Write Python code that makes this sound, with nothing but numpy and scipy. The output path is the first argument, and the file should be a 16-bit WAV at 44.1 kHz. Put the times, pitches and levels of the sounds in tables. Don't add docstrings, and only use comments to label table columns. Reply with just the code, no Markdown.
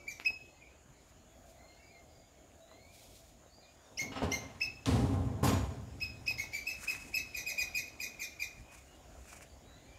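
import sys
import numpy as np
from scipy import signal
from scipy.fft import rfft, irfft, next_fast_len
from scipy.io import wavfile
from scipy.ndimage import uniform_filter1d, map_coordinates

SR = 44100
rng = np.random.default_rng(int(sys.argv[2]) if len(sys.argv) > 2 else 0)


def materialize(psi):
    bounded = np.clip(np.atleast_2d(psi).T, -1, 1)
    quanta = np.round(bounded * 32767).astype(np.int16)
    wavfile.write(sys.argv[1], SR, quanta)


def boost(x):
    u = np.asarray(x, float) / 20
    return 10 ** u


N = 440118

# [t/s, peak level/dB, held f/Hz, hold/s, strain/dB]
CHIRPS = [(0.079, -30.5, 2360, 0.015, 0.5), (0.259, -16.5, 2553, 0.026, -14),
          (3.991, -31, 2195, 0.017, -2.5), (4.317, -34.5, 2116, 0.0228, 0.5),
          (4.614, -18.5, 2590, 0.013, -12), (6.012, -30, 2554, 0.017, -8.5), (6.277, -20, 2548, 0.011, -8),
          (6.668, -26, 2600, 0.014, -3), (6.88, -20.5, 2555, 0.012, -6), (7.141, -22.5, 2584, 0.014, -2),
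          (7.346, -29.5, 2493, 0.01, -0.5), (7.464, -29, 2518, 0.014, -0.5),
          (7.579, -25, 2484, 0.019, -2.5), (7.747, -26, 2512, 0.013, 0), (8.001, -29, 2484, 0.011, -0.5),
          (8.195, -35, 2442, 0.0094, 0), (8.397, -33, 2447, 0.01, -1.5)]
# [octave level/dB, closing slide level/dB, rasp level/dB, climb/share of pitch]
CHIRP_MOUTHS = [(-3, 0, -24, .12), (-2.5, 0, -32, .3), (2.5, -5, -9, .2), (4.5, -5, -8, 0.13),
                (1, 1.5, -25, .45), (2.5, -3, -19.5, 0.27), (4, -3.5, -21, .15), (0, -3.5, -20, 0.105),
                (-4, -0.5, -24, 0.134), (2, -2.5, -25, 0.139), (0, -1, -19, 0.096), (0, 0, -20, 0.099),
                (-3, 2, -20, 0.094), (-0.5, -2, -24, 0.097), (-2, -1, -21, 0.102), (-1, 1, -21.5, .1),
                (-1, 0.5, -22.5, 0.101)]
# [t/s, peak level/dB, held f/Hz, hold/s, strain/dB]
YELPS = [
    (6.383, -39, 2194, 0.017, -1.1),
    (6.533, -38.5, 2353, 0.0204, -1.2),
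]
# [octave level/dB, closing slide level/dB, rasp level/dB, climb/share of pitch]
YELP_MOUTHS = [(-2, -2, -9.5, 0.102), (0.5, -1.8, -10, 0.101)]
# [t/s, level/dB, f/Hz, length/s, glide/share of pitch]
SQUEAKS = [
    (0.245, -43, 2830, 0.013, 0.24),
    (3.972, -33.5, 2760, 0.02, 0.22),
    (4.315, -30, 2900, 0.015, 0.24),
    (4.6, -44, 2730, .012, 0.21),
    (6.0, -46, 2700, 0.009, 0.26),
    (6.26, -40, 2640, 0.014, 0.22),
    (3.997, -34.5, 3160, 0.0235, -0.118),
    (4.333, -34, 3070, 0.023, -0.146),
    (4.625, -39, 3030, .012, -.12),
]
# [f/Hz, level/dB]
THROAT = [(1500, -35), (2100, 8.5), (2600, 1.5), (4200, -9.5), (5100, -6), (6200, 0), (7600, -11.5),
          (10000, -22), (12600, -9), (15500, -32)]
# [f/Hz, level/dB per Hz]
THROAT_AIR = [(1200, -40), (2000, 0), (3200, -6), (5500, 0.5), (7500, -8.5), (10000, -13.5), (13500, -6),
              (15700, -11.5)]

# [t/s, rms level/dB, decay stretch/ratio, brightening/dB per octave, up to f/Hz]
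GATE_BLOWS = [(4.015, -47, 1.2, 10, 298), (4.116, -51, 0.8, 6.5, 3140), (4.154, -43.5, 1.9, 5.5, 2730),
              (4.218, -37.5, 0.83, 4.5, 625), (4.225, -42, 0.46, 3, 11100), (4.857, -39.5, 1.23, 5.5, 9000),
              (4.86, -59, 1, 6, 8900), (4.868, -28.5, 1.7, 1.5, 274), (4.95, -33, 3, 0.4, 1030),
              (5.427, -29, 0.56, 2, 1200), (5.427, -53, 0.26, 12, 15000), (5.438, -47, 0.55, 14.5, 9100),
              (5.446, -42.5, 0.82, 6, 7500), (5.47, -31.5, 0.89, 3, 5030)]
# [f/Hz, level/dB per Hz]
BLOW_SPECTRUM = [(25, -60), (40, -37), (65, -10), (100, -9), (168, -15), (270, -14.5), (330, -24),
                 (800, -26.5), (1500, -36.5), (3800, -45), (8000, -59), (15500, -75)]
# [f/Hz, width/Hz, level/dB]
PANEL_MODES = [(63.8, 4.3, 4), (94, 18, 3), (122, 13, 6.5), (213, 20, 4.5), (269, 12.6, 7), (413, 16, 7.5),
               (490, 20, 5), (653, 16, 6), (802, 10.5, 12), (1052, 24, 7.5)]
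# [f/Hz, t60/s]
PANEL_DECAY = [(60, 2.05), (120, 0.76), (250, 0.88), (1000, 0.8), (4000, 0.61), (12000, 0.97)]
# [f/Hz, level/dB, t60/s]
BOLT_MODES = [(2419, -3, .52), (3962, -3, .23), (4775, 0, 0.26), (5163, 4, .3), (5771, -3, 0.55),
              (6800, 4.5, 0.63), (7460, 2, 0.56), (7610, 0, 0.35), (9800, 9, 0.12), (11050, 5, .2),
              (12480, -1, 0.43), (13010, 1, .25), (13300, -6, .3), (15400, -6, .2)]
HASP_MODES = [(1290, 3.5, 0.38), (2900, 0, 0.59), (5300, -5, .35), (7400, -11, .3)]
LATCH_MODES = [(2900, -3, .007), (3400, -3, .008), (3850, -2, .01), (4500, -8, .006), (5700, -4, .01),
               (6800, -9, .006), (8800, -12, .006), (13600, -19, .005)]
# [t/s, level/dB]
BOLT_STRIKES = [
    (5.436, -49.5),
    (5.448, -53),
    (5.47, -51.5),
]
HASP_JUMPS = [
    (4.118, -57),
    (4.156, -53),
    (4.22, -56),
]
LATCH_CLICKS = [
    (4.8578, -24.5),
    (4.8612, -38),
]

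# [t/s, peak level/dB, f/Hz]
SNAPS = [(0.1996, -26.5, 2550), (.305, -39, 750), (2.518, -44.5, 2630), (2.715, -43, 1160),
         (3.462, -45.5, 550), (3.584, -43.5, 690), (4.2203, -21, 625), (5.432, -25, 500),
         (6.31, -37.5, 810), (6.44, -37, 840), (6.833, -32.5, 1530), (6.867, -34, 1500),
         (6.95, -29.5, 1800), (7.525, -40, 755), (7.63, -41, 750), (9.256, -45, 1510),
         (9.33, -37, 1280), (9.409, -36.5, 1610), (9.428, -43, 2130)]
# [f/Hz, level/dB per Hz]
LEAF_SPECTRA = [
    [(1180, -49), (2000, -17), (2290, -7.5), (2870, -13), (3460, -8), (7480, -10.5), (15500, -18)],
    [(530, -23), (900, -3.5), (2100, 0.5), (2510, 5), (3300, -11.5), (7060, 1), (15500, -16.5)],
]
LEAF_SWEEPS = [
    (1.094, -76, .15, .1),
    (1.49, -72, .06, .12),
    (2.94, -72, .04, .6),
    (3.03, -76, .4, .15),
    (3.158, -70, .15, .15),
    (3.296, -79, .03, .05),
]
LEAF_SCUFFLES = [
    (6.846, -55, 0.11, 0.092),
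    (6.9, -57.5, 0.044, 0.31),
    (7.006, -74, 0.038, 0.71),
    (8.606, -71, 0.054, .04),
    (8.723, -66, 0.019, 0.22),
    (8.969, -89, 0.27, .08),
    (9.2, -93, 0.008, 0.017),
    (9.338, -61, .2, 0.1),
    (9.428, -67, 0.053, 0.041),
]

# [t/s, length/s, from f/Hz, to f/Hz, level/dB]
BIRD_NOTES = [(0.528, 0.098, 2020, 2185, -69), (0.597, 0.048, 2530, 2225, -63.5),
              (0.637, 0.087, 2400, 2540, -71), (1.562, 0.21, 2047, 2140, -71.5),
              (1.741, 0.18, 2130, 2400, -66), (1.87, 0.1, 2290, 2067, -66), (2.659, 0.27, 1935, 2437, -70),
              (2.92, 0.066, 2380, 2120, -69), (8.6, 0.19, 2527, 2440, -67.5),
              (8.69, .11, 2290, 2135, -68.5), (9.619, 0.24, 1850, 2114, -76),
              (9.846, 0.18, 2324, 2530, -68.5), (3.588, 0.11, 2350, 2470, -75),
              (8.84, 0.11, 2900, 2830, -72.5), (2.0, 0.43, 2150, 2240, -81.5),
              (9.24, 0.13, 2520, 2220, -70)]
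# [t/s, length/s, from f/Hz, to f/Hz, level/dB]
THIN_WHISTLES = [(2.06, .2, 4900, 4780, -77), (9.41, .13, 4750, 4550, -76), (3.49, .075, 4400, 4850, -70),
                 (3.56, .3, 4850, 4800, -78), (3.6, .04, 4800, 3600, -65), (3.8, .09, 6300, 4950, -73),
                 (1.56, .22, 4100, 4300, -75), (1.75, .15, 4800, 4850, -76), (1.9, .07, 4350, 4100, -72),
                 (2.58, .27, 3760, 4400, -73), (1.25, .13, 3400, 3350, -76), (9.62, .25, 3750, 4200, -75),
                 (.47, .11, 4250, 4250, -75), (3.83, .14, 3620, 3820, -78), (1.76, .1, 2700, 2680, -75)]
MOTOR_SWELLS = [
    (1.53, -58.5, .65, 0.56),
    (2.0, -61.5, 0.2, 0.38),
    (2.62, -56.5, 0.19, 0.62),
    (3.22, -63, 0.17, 0.062),
]

TRAFFIC_SWELLS = [
    (.41, -62, 1, 0.78),
    (1.3, -64, 0.32, 3.3),
    (2.41, -61, 3.2, 0.32),
    (3.28, -60, 0.73, 0.73),
    (3.95, -64, 2, 3.5),
    (6.42, -49, 0.15, 0.27),
    (7.7, -73, 2, 2.3),
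    (8.9, -53, 0.65, 2),
    (9.6, -59, 1.8, 6.4),
]
DRONE_SWELLS = [
    (.41, -61, 1.9, .6),
    (1.4, -58, 0.89, 6),
    (2.66, -74, 0.43, 3.3),
    (3.25, -76, 1.4, 0.074),
    (3.95, -66, 0.44, 3.9),
    (6.42, -63, 1.4, 0.28),
    (7.05, -67, 1.1, 0.3),
    (7.55, -54, 0.24, 0.34),
    (8.32, -60, 1.9, 0.98),
    (9.14, -59, 0.72, 3.6),
]
# [f/Hz, level/dB per Hz]
TRAFFIC_SPECTRUM = [(25, -18), (42, 0), (65, 6.5), (100, -9.5), (160, -10), (300, -60)]
DRONE_SPECTRUM = [(400, -18.5), (560, -2.5), (670, -0.5), (760, -2.5), (950, -29)]
INSECT_SPECTRUM = [(5400, -35), (6200, -6.5), (6900, 2.5), (7400, -5), (8000, -27)]
GARDEN_SPECTRUM = [(15, -45), (25, -7), (64, -0.5), (126, -6.5), (178, -12), (275, -8), (446, -14),
                   (668, -14.5), (1180, -21), (1580, -22.5), (2860, -25.5), (3450, -25.5), (3840, -28),
                   (6950, -31), (15600, -46)]
# [t/s, level/dB]
GARDEN_LEVEL = [
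    (0, -71.5),
    (3.4, -74),
    (4, -69.5),
    (6.4, -66),
    (8, -67.5),
    (8.8, -69.5),
    (9.98, -69.5),
]

# [delay t/s, level/dB]
WALL_ECHOES = [(0, -30), (.003, -2), (.012, 1), (.03, 1), (.05, -2), (.08, -5), (.11, -6), (1, -6)]
# [f/Hz, t60/s]
YARD_DECAY = [(1500, 0.53), (2500, 0.83), (5000, 0.81), (8000, 0.48), (14000, 0.52)]

ECHO_DB, ECHO_PER_DB, CLIMB_DB_PER_S, YELP_ECHO_DB = -5, -0.3441, 1.563, -3
CLIMB_S = .012
ECHO_SAMPLES = 2 * SR // 3


def squirrel():
    out = np.zeros(N)
    for (s, db, hz, hold, strain_db), mouth in zip(CHIRPS, CHIRP_MOUTHS):
        hoarse = .07 + np.clip((2400 - hz) / 1000, 0, 1)
        fall = np.clip(1.6 * (1 - 2000 / hz), .05, .3)
        arch = max(0.0417 + 0.00323 * strain_db, 0)
        call = chirp(hz, hold, strain_db, call_echo_db(s, db), arch, hoarse, fall, mouth)
        add(out, s - CLIMB_S, boost(db - 7.0) * call)
    for (s, db, hz, hold, strain_db), mouth in zip(YELPS, YELP_MOUTHS):
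        echo_db = call_echo_db(s, db) + YELP_ECHO_DB
        call = chirp(hz, hold, strain_db, echo_db, arch=.05, hoarse=.4, fall=.18, mouth=mouth)
        add(out, s - CLIMB_S, boost(db - 2.5) * call)
    for s, db, hz, length, glide in SQUEAKS:
        add(out, s, boost(db) * yard(squeak(hz, length, glide), wet_db=-9))
    add(out, 0, earlier_calls())
    return out


def call_echo_db(s, db):
    return ECHO_DB + ECHO_PER_DB * (db + 33.0) + CLIMB_DB_PER_S * s


def chirp(hz, hold, strain_db, echo_db, arch, hoarse, fall, mouth):
    octave_db, slide_db, rasp_db, rise = mouth
    step, drop = .012, .016
    slide = hold + step
    end = slide + drop
    t = np.arange(round((CLIMB_S + end) * SR)) / SR - CLIMB_S

    pitch_times = [-CLIMB_S, 0, .5 * hold, hold, hold + 0.00442, slide, end]
    pitch_shape = [1 - rise - arch, 1 - arch, 1.002, 1.006 - .5 * arch,
                   1 - 0.359 * fall, 1 - .55 * fall, 1 - fall]
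    pitch = hz * np.interp(t, pitch_times, pitch_shape)
    rough = np.interp(t, [hold, slide - .003, slide + .003], [hoarse, hoarse + .1, .4])
    pitch = pitch * (1 + .022 * rough * wobble(500, len(t)))

    tail_db = -14.0 + 1.54 * strain_db + slide_db
    level_times = [-CLIMB_S, -.007, -.001, .002, 0.37 * hold, hold - .002, hold + 0.0012, end - .005, end]
    level_db = np.interp(t, level_times, [-36, -22, -15, -3, 0, -3, tail_db, tail_db - .5, -40])
    level_db += 5 * rough * wobble(700, len(t))

    open_db = np.interp(t, [-.002, .001, hold, hold + .004], [-22, 0, 0, 8])
    facing = np.interp(t, [hold, hold + .004], [1, .4])
    rasp = unit(coloured(rng.standard_normal(len(t)), THROAT_AIR))
    rasp *= np.interp(t, [-CLIMB_S, -.008, hold, end], [0, 0.85, 0.52, 0])
    tone = boost(level_db) * voice(pitch, strain_db, open_db, octave_db)
    return yard(tone + boost(rasp_db) * rasp, echo_db, facing)


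def voice(pitch, strain_db, open_db=0, octave_db=0, count=7):
    k = np.arange(1, count + 1)[:, None]
    shift_db = strain_db * (k > 2) + octave_db * (k == 2) + open_db * (k > 1)
    gain = boost(along(THROAT, k * pitch) + shift_db) * (k * pitch < SR / 2.6)
    phase = 2 * np.pi * k * np.cumsum(pitch) / SR + k * k
    return np.sum(gain * np.sin(phase), axis=0)


def squeak(hz, length, glide):
    u = np.linspace(0, 1, round(length * SR))
    pitch = hz * (1 + glide * (u - .5) + .04 * wobble(700, len(u)))
    phase = 2 * np.pi * np.cumsum(pitch) / SR
    tone = 0.37 * (glide > 0) * np.sin(phase) + np.sin(2 * phase) + 0.16 * np.sin(4 * phase)
    return np.sin(np.pi * u) * tone * boost(3 * wobble(600, len(u)))


def earlier_calls():
    t = np.arange(SR // 4) / SR
    fading = boost(-62 - 40 * t + 5 * wobble(100, len(t)))
    waver_hz = 25 * wobble(250, len(t))
    low = voice(2300 + waver_hz, -18, -3)
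    high = voice(2590 - waver_hz, -30, 4)
    return fading * (low + boost(-6 - 60 * t) * high)


def metal_gate():
    out = np.zeros(N)
    for s, db, stretch, tilt_db, knee_hz in GATE_BLOWS:
        add(out, s, boost(db) * panel_blow(stretch, tilt_db, knee_hz))
    for strikes, modes, attack_s, beat_db in ((BOLT_STRIKES, BOLT_MODES, .003, 3),
                                              (HASP_JUMPS, HASP_MODES, .002, 5),
                                              (LATCH_CLICKS, LATCH_MODES, .0006, 1.5)):
        for s, strike_db in strikes:
            add(out, s, boost(strike_db) * steel(modes, attack_s, beat_db))
    return out


def panel_blow(stretch, tilt_db, knee_hz):
    t = np.arange(3 * SR // 2) / SR

    def colour(hz):
        panel = 1.45 + sum(boost(db) / (1 + (2 * (hz - c) / w) ** 2) for c, w, db in PANEL_MODES)
        brighter_db = tilt_db * np.log2(np.clip(hz, 40, knee_hz) / 200)
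        duller_db = 3.4 * np.log2(np.clip(hz / knee_hz, 1, 8))
        return boost(along(BLOW_SPECTRUM, hz) + brighter_db - duller_db) * panel

    shake = filtered(dying(PANEL_DECAY, stretch, len(t)), colour)
    shake = shake / np.std(shake[:SR // 10])
    return (1 - np.exp(-t / .004)) * boost(1.4 * wobble(45, len(t))) * shake


def steel(modes, attack_s, beat_db):
    t = np.arange(2 * SR // 3) / SR
    ring = np.zeros(len(t))
    for hz, db, t60 in modes:
        level_db = db - 60 * t / t60 + beat_db * wobble(57, len(t))
        ring += boost(level_db) * np.sin(2 * np.pi * hz * t + 0.5 * wobble(93, len(t)))
    return (1 - np.exp(-t / attack_s)) * ring


def snaps():
    out, t = np.zeros(N), np.arange(SR // 20) / SR
    for s, db, hz in SNAPS:
        ring = boost(-9 * t * hz) * np.sin(2 * np.pi * hz * t)
        crack = boost(-60 * t / 0.002) * rng.standard_normal(len(t))
        snap = filtered(ring + crack, lambda f: 1 / (1 + (f / (3 * hz)) ** 2))
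        add(out, s, boost(db) * yard(snap, wet_db=-5))
    return out


def leaves():
    out = np.zeros(N)
    for spectrum, spells, crackly, lumpy_db in ((LEAF_SPECTRA[0], LEAF_SWEEPS, .15, 1.5),
                                                (LEAF_SPECTRA[1], LEAF_SCUFFLES, .45, 3.2)):
        crackle = (rng.random(N) < .012 * boost(7 * wobble(45))) * rng.standard_normal(N)
        brush = rng.standard_normal(N) * boost(lumpy_db * wobble(60))
        rustle = unit(coloured(unit(crackle) * crackly + brush, spectrum))
        out += rustle * boost(7.0) * swells(spells)
    return out


def birds():
    out = np.zeros(N)
    for s, length, from_hz, to_hz, db in BIRD_NOTES + THIN_WHISTLES:
        waver, flutter = wobble(120, SR // 2), wobble(25, SR // 2)
        u = np.arange(SR // 2) / SR / length
        pitch = (from_hz + (to_hz - from_hz) * u) * (1 + .013 * waver)
        phase = 2 * np.pi * np.cumsum(pitch) / SR
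        shape = np.clip(np.minimum(u / 0.16, (1 - u) / 0.069), 0, 1)
        add(out, s, shape * boost(db + 3.2 * flutter) * np.sin(phase))
    return boost(1.5) * yard(out, wet_db=1, facing=.5)[:N]


def motor():
    pitch = 666 * (1 + 0.0176 * wobble(3) + 0.0261 * wobble(30))
    phase = 2 * np.pi * np.cumsum(pitch) / SR
    return swells(MOTOR_SWELLS) * boost(-3.0 + 1.7 * wobble(23)) * np.sin(phase)


def traffic():
    return swells(TRAFFIC_SWELLS) * boost(-9.0 + 2.9 * wobble(5.5)) * hiss(TRAFFIC_SPECTRUM, patchy_db=2.5)


def far_drone():
    return swells(DRONE_SWELLS) * boost(-7.5 + 0.63 * wobble(3.4)) * hiss(DRONE_SPECTRUM, patchy_db=1.0)


def insects():
    return boost(-71.5) * hiss(INSECT_SPECTRUM, patchy_db=.3)


def garden_hiss():
    level_db = np.interp(np.arange(N) / SR, *np.transpose(GARDEN_LEVEL))
    return boost(level_db + 11) * hiss(GARDEN_SPECTRUM, patchy_db=2.5)


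def yard(x, wet_db, facing=1):
    direct = filtered(facing * x, lambda hz: 1 / (1 + (hz / 8000) ** 2))
    return echoes(x, wet_db) + np.pad(direct, (0, ECHO_SAMPLES - 1))


def echoes(x, wet_db):
    delay, density_db = np.transpose(WALL_ECHOES)
    level_db = np.interp(np.arange(ECHO_SAMPLES) / SR, delay, density_db)
    level_db += 1.5 * wobble(90, ECHO_SAMPLES)
    tail = dying(YARD_DECAY, 0.66, ECHO_SAMPLES) * boost(level_db)
    return signal.fftconvolve(x, boost(wet_db) * tail / np.linalg.norm(tail))


def swells(rows):
    t = np.arange(0, N / SR + .001, .001)
    gain = np.zeros(len(t))
    for s, db, rise, fall in rows:
        away = np.maximum((s - t) / max(rise, 1e-3), (t - s) / max(fall, 1e-3))
        gain += boost(db - 20 * away)
    return np.interp(np.arange(N) / SR, t, gain)


def hiss(spectrum, patchy_db):
    z = signal.stft(rng.standard_normal(N + 512), nperseg=512)[2]
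    field = uniform_filter1d(rng.standard_normal(z.shape), 6, 0)
    field = uniform_filter1d(field, 14, 1)
    patchy = signal.istft(z * boost(patchy_db * unit(field)), nperseg=512)[1][:N]
    return unit(coloured(patchy, spectrum))


def dying(t60s, stretch, count):
    hz, t, z = signal.stft(rng.standard_normal(count), SR, nperseg=512)
    t60 = stretch * along(t60s, hz)[:, None]
    return signal.istft(z * boost(-60 * t / t60), SR, nperseg=512)[1][:count]


def wobble(rate, n=N):
    knots = rng.standard_normal(int(n * rate / SR) + 4)
    return map_coordinates(knots, [np.arange(n) * rate / SR])


def filtered(x, response):
    m = next_fast_len(len(x) + 8192)
    return irfft(rfft(x, m) * response(np.fft.rfftfreq(m, 1 / SR)), m)[:len(x)]


def coloured(x, spectrum):
    return filtered(x, lambda hz: boost(along(spectrum, hz)))


def along(points, hz):
    f, v = np.transpose(points)
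    return np.interp(np.log(hz + 1), np.log(f + 1), v)


def unit(x):
    return x / np.sqrt(np.mean(x ** 2) + 1e-20)


def add(track, s, x):
    part = track[max(round(s * SR), 0):][:len(x)]
    part += x[:len(part)]


def scene():
    near = squirrel() + metal_gate() + snaps() + leaves()
    far = birds() + motor() + traffic() + far_drone() + insects() + garden_hiss()
    return (near + far)[None]


def top_cut(x):
    return signal.sosfilt(signal.butter(12, 15730, fs=SR, output="sos"), x)


def record(dry):
    mix = filtered(dry[0], lambda hz: (hz < 15750) / (1 + (30 / (hz + 1)) ** 4))
    return top_cut(mix[None])


dry = scene()
out = record(dry)
materialize(out)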